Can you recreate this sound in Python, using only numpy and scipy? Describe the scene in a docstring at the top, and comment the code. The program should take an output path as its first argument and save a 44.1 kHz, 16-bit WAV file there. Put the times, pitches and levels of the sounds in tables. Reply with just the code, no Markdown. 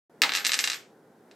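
"""Low room noise sets in, then a coin lands on a hard tabletop with a sharp crack and a falling knock.
It bounces, clatters from rim to rim and rocks until it lies flat; one faint tick comes near the end.
Each impact is a short broadband pulse that excites the damped modes of the tabletop and two high
modes of the coin. Early reflections and the reverberation of a small room follow the clicks."""
import sys
import numpy as np
from scipy import signal
from scipy.fft import rfft, irfft, next_fast_len
from scipy.io import wavfile
from scipy.ndimage import uniform_filter1d

SR = 44100
rng = np.random.default_rng(int(sys.argv[2]) if len(sys.argv) > 2 else 0)


def persist_wave(psi):
    """Save psi, clipped to +-1, as 16-bit WAV."""
    counts = np.round(np.clip(psi, -1, 1) * 32767).astype(np.int16)
    wavfile.write(sys.argv[1], SR, np.atleast_2d(counts).T)


N = 59535


def amp(db):
    """Amplitude ratio of a level in decibels."""
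    return 10 ** (np.asarray(db) / 20)


def along(points, hz):
    """Interpolation of (f/Hz, value) points on a logarithmic frequency axis."""
    f, values = np.transpose(points)
    return np.interp(np.log(hz + 1), np.log(f + 1), values)


def filtered(x, response):
    """Linear filtering: the spectrum is multiplied by a frequency response."""
    size = next_fast_len(N + SR // 2)
    return irfft(rfft(x, size) * response(np.fft.rfftfreq(size, 1 / SR)), size)[..., :N]


def convolved(x, response):
    """Convolution of a mono signal with one impulse response per channel."""
    return signal.fftconvolve(x[None], np.atleast_2d(response), axes=1)[:, :N]


def add(track, start_s, sound):
    """Superposition: a sound adds to the track from start_s on."""
    part = track[round(start_s * SR):][:len(sound)]
    part += sound[:len(part)]


def stereo(mid, side, width):
    """Sum and difference give left and right; the width curve scales the side at each frequency."""
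    side = filtered(side, lambda hz: along(width, hz))[:len(mid)]
    return np.array([mid + side, mid - side])


# Spectral density of the room noise: f/Hz, relative level/dB
NOISE_SPECTRUM = [(15, -74), (25, -48), (105, -14.5), (157, -5), (451, -1.5), (607, -9.5), (754, -8),
                  (1190, -19), (1480, -16), (2690, -32), (14400, -38), (16000, -47.5)]
# Its slow drift: t/s, level/dB
NOISE_LEVEL = [(.1, -58.5), (.2, -55.5), (.85, -57.5), (1.15, -57), (1.35, -55)]
# Its stereo width: f/Hz, side/mid ratio
NOISE_WIDTH = [(120, .025), (400, .08), (1200, .3), (5000, .5)]


def room_noise(start_s=0.0957, rise_s=0.0018):
    """Filtered Gaussian noise, strongest at low frequencies, where the two channels are coherent."""
    t = np.arange(N) / SR
    mid, side = filtered(rng.standard_normal((2, N)), lambda hz: amp(along(NOISE_SPECTRUM, hz)))
    level_db = np.interp(t, *np.transpose(NOISE_LEVEL))
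    onset = np.clip((t - start_s) / rise_s, 0, 1)
    return stereo(mid, side, NOISE_WIDTH) / mid.std() * amp(level_db) * onset


# Stereo width of the reflections: f/Hz, side/mid ratio
ECHO_WIDTH = [(100, .02), (250, .06), (500, .2), (1000, 0.43), (2500, .46), (5000, 0.36), (9000, .26),
              (12500, 0.72)]


def diffuse_tail(t60_curve, delay_s):
    """Impulse response of a diffuse field: noise that decays exponentially in each band."""
    hz, t, bands = signal.stft(rng.standard_normal((2, SR // 2)), SR, nperseg=128)
    decay = amp(-60 * t / along(t60_curve, hz)[:, None])
    tail = signal.istft(bands * decay, SR, nperseg=128)[1]
    tail /= np.linalg.norm(tail[0])
    mid, side = np.pad(tail, ((0, 0), (round(delay_s * SR), 0)))
    return stereo(mid, side, ECHO_WIDTH)


# Reverberation time of the room: f/Hz, T60/s
REVERB_TIME = [(150, 0.42), (1000, .3), (4000, .28), (8000, 0.28), (14000, 0.13)]
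# Colour of the clicks' reverberation: f/Hz, relative level/dB
REVERB_COLOUR = [(120, 3), (500, 6), (1500, 1), (4000, -5.5), (8000, -2), (14000, -0.5)]


def reflections(spots, ring, early_t60_s=0.052, early_delay_s=0.0005, late_delay_s=0.004):
    """Early reflections and reverberation differ for each struck spot; the coin's ring reverberates too."""
    early = sum(convolved(x, diffuse_tail([(1000, early_t60_s)], early_delay_s)) for x in spots)
    late = sum(convolved(x, diffuse_tail(REVERB_TIME, late_delay_s)) for x in spots)
    late = filtered(late, lambda hz: amp(along(REVERB_COLOUR, hz)))
    shimmer = convolved(ring, diffuse_tail(REVERB_TIME, late_delay_s))
    return amp(-0.5) * early + amp(-1) * late + amp(-6.5) * shimmer


# Normal modes of the tabletop: f/Hz, relative level/dB, T60/s
TABLETOP_MODES = [(282, 0, .28), (508, 1, .3), (752, 0, .3), (820, -1, .28), (856, -2, .25),
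                  (1102, -2, .22), (1270, 0, .2), (1555, -4, .16), (1652, -2, .14), (1770, -2, .14),
                  (1976, -4, .17), (2105, -2, .17), (2425, 0, .11), (2525, -1, .12), (2780, 1, .15),
                  (3655, -3, .12), (3772, -1, .15), (3982, 0, .13), (4102, -2, .12), (4378, -2, .15),
                  (4700, -2, .11), (4890, -2, .13), (5035, -2, .1)]


def tabletop(clicks):
    """Modal superposition: every click excites the same set of damped sinusoids."""
    t = np.arange(SR // 2) / SR
    modes = sum(amp(db - 60 * t / t60) * np.cos(2 * np.pi * hz * t) for hz, db, t60 in TABLETOP_MODES)
    return amp(-43) * convolved(clicks, modes)[0]


def knock(start_hz=2387, end_hz=720, spread_hz=220, rise_s=0.023, fall_s=0.02):
    """Narrow-band noise: the landing sets off a diffuse knock in the table that swells, sinks and fades."""
    track, t = np.zeros(N), np.arange(SR // 4) / SR
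    centre_hz = end_hz + (start_hz - end_hz) * np.exp(-t / fall_s)
    phase = 2 * np.pi * np.cumsum(centre_hz) / SR
    slow_noise = filtered(rng.standard_normal((2, N)), lambda hz: np.exp(-(hz / spread_hz) ** 2))
    in_phase, quadrature = slow_noise[:, :len(t)]
    band = in_phase * np.sin(phase) + quadrature * np.cos(phase)
    band /= np.hypot(in_phase.std(), quadrature.std())
    swell = (t / rise_s * np.exp(1 - t / rise_s)) ** 2
    add(track, CONTACTS[0][0], amp(-32) * swell * band)
    return track


def pulse(spectrum_db, dispersion_hz=1300, size=2048):
    """A minimum-phase pulse with dispersion: the table's bending waves lag below dispersion_hz."""
    hz = np.fft.rfftfreq(size, 1 / SR)
    cepstrum = irfft(np.log(amp(spectrum_db(hz))))
    cepstrum[1:size // 2] *= 2  # folding the cepstrum makes the pulse causal
    cepstrum[size // 2 + 1:] = 0
    all_pass = (1j * hz - dispersion_hz) / (1j * hz + dispersion_hz)
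    return irfft(np.exp(rfft(cepstrum)) * all_pass)


# Spectrum of one click: f/Hz, relative level/dB
CLICK_SPECTRUM = [(40, -63), (70, -47.5), (110, -27), (300, -21.5), (650, -19), (1050, -14), (1400, -5),
                  (2400, 0), (3200, 0), (4000, 0), (5300, -1), (6300, -4), (7800, -5.5), (9500, -14),
                  (12000, -22.5), (14500, -29.5), (16500, -58)]
# Weights with which a contact's treble raises the highs and lowers the bass: f/Hz, weight
TREBLE_WEIGHT = [(4000, 0), (6500, 1), (12000, 1.24)]
BASS_WEIGHT = [(1000, 0.85), (2500, 0.07)]


def click(treble_db):
    """Spectral tilt of an impact: a duller, flatter blow has less treble and pushes the table harder."""
    tilt = lambda hz: along(TREBLE_WEIGHT, hz) - 0.62 * along(BASS_WEIGHT, hz)
    return amp(-4) * pulse(lambda hz: along(CLICK_SPECTRUM, hz) + treble_db * tilt(hz))


# Spectrum of the rim's crack at the first landing: f/Hz, relative level/dB
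CRACK_SPECTRUM = [(4000, -32.5), (6500, 2), (9000, 3.5), (12500, -4), (15000, -2), (17000, -6.5)]
# Contacts of coin and table, all levels relative:
# t/s, click level/dB, treble/dB, lower coin mode level/dB, upper coin mode level/dB
CONTACTS = [(.219, 16.5, -4, -54, -53), (.21942, 9.5, -5, -54, -52.5), (0.2361, 14.5, -10.5, -59, -50.5),
            (0.2933, 6.5, -12, -56, -52), (.2964, -2, -14, -55, -55), (.3204, 6, -7.5, -61.5, -55.5),
            (0.337, 4.5, -2, -60, -50), (0.3466, -1, -13, -52, -56), (.351, 9.5, -2, -43, -63.5),
            (.354, -4.5, -5.5, -43, -63), (0.3607, 4.5, 3, -43.5, -61.5), (0.3714, 0.5, 0.5, -57.5, -62),
            (.3729, 5, -2.5, -56, -56.5), (.3839, 1.5, -5, -58, -48), (0.3974, -7, -1.5, -58, -46),
            (.4069, -5, -19.5, -56, -54.5), (0.4454, -2.5, -9.5, -62, -58.5), (.4495, 8, 1.5, -51, -62),
            (0.457, 6, 0.5, -53.5, -56.5), (.4671, 9.5, 4.5, -45, -37.5), (.4941, 6, -7.5, -54, -43),
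            (.519, 9, 0.5, -58.5, -55), (0.5343, 8, 0.5, -53, -56), (0.5422, 9.5, 1.5, -53.5, -57),
            (0.5699, -12, -6, -49, -51), (0.5856, -7, -12, -50, -63), (0.5908, 10, 2, -52, -62),
            (.6007, 2.5, -0.5, -50, -50), (.607, -1.5, 6.5, -54, -41), (0.635, -12, -6, -50, -43),
            (.6408, 8, -2, -50, -53), (.6426, 6.5, 1.5, -57, -58), (.6509, -12.5, 16.5, -49, -50),
            (0.675, 6, 0.5, -59, -57), (0.676, 2, -13.5, -59, -55), (0.696, -14, -1, -55, -54),
            (0.6999, 3.5, 2, -65, -60), (0.7014, -1, 0, -63, -54), (.7182, 1, -1, -57, -57),
            (0.7327, 0.5, -1.5, -68, -56), (0.7443, -4.5, 0, -63, -51), (0.7517, -9, -8, -59, -57),
            (.758, -11.5, 0, -58, -53), (0.7637, -29, -12, -60, -53), (.772, -38, -3, -63, -63)]


def impacts(tick_s=1.3129):
    """Impulsive excitation: the rim strikes two spots in turn, giving one train of clicks for each."""
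    spots = np.zeros((2, N))
    for i, (start_s, level_db, treble_db, *_) in enumerate(CONTACTS):
        add(spots[i % 2], start_s, amp(level_db) * click(treble_db))
    crack = pulse(lambda hz: along(CRACK_SPECTRUM, hz))
    add(spots[0], CONTACTS[0][0], amp(-1.5) * crack)
    add(spots[0], tick_s, amp(-22) * click(treble_db=-3.5))  # the faint late tick
    return spots


# Normal modes of the coin: f/Hz, T60/s
COIN_MODES = [(11886, .45), (12934, .45)]


def coin_ring(detune_hz=6, flat_s=0.776, choke_t60_s=0.19):
    """Damped free vibration: each contact resets the modes' level and pitch; lying flat chokes them."""
    t, contacts = np.arange(N) / SR, np.array(CONTACTS)
    latest = np.maximum(np.searchsorted(contacts[:, 0], t) - 1, 0)
    age_s = t - contacts[latest, 0]
    ring = np.zeros(N)
    for (hz, t60), struck_db in zip(COIN_MODES, contacts[:, 3:].T):
        decay = (age_s > 0) * amp(struck_db[latest] - 60 * np.abs(age_s) / t60)
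        envelope = uniform_filter1d(decay, size=48)
        pitch_hz = hz + detune_hz * rng.standard_normal(len(contacts))[latest]
        ring += envelope * np.sin(2 * np.pi * np.cumsum(pitch_hz) / SR)
    choke = amp(-60 * np.maximum(t - flat_s, 0) / choke_t60_s)
    return amp(3) * ring * choke


def scene():
    """Superposition of the direct sound of coin and table, its reflections and the room noise."""
    spots, ring = impacts(), coin_ring()
    clicks = spots.sum(axis=0)
    echoes = reflections(spots, ring)
    direct = clicks + ring + tabletop(clicks) + knock()
    return direct + echoes + room_noise()


def record(dry, ceiling=1.1, low_cut_hz=75, top_hz=16500):
    """Soft saturation rounds the loudest peak; band limiting removes the deep bass and extreme treble."""
    rounded = dry / (1 + np.abs(dry / ceiling) ** 6) ** (1 / 6)
    low_cut = signal.butter(2, low_cut_hz, "highpass", fs=SR, output="sos")
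    return filtered(signal.sosfilt(low_cut, rounded), lambda hz: 1 / (1 + (hz / top_hz) ** 120))


dry = scene()
out = record(dry)
persist_wave(out)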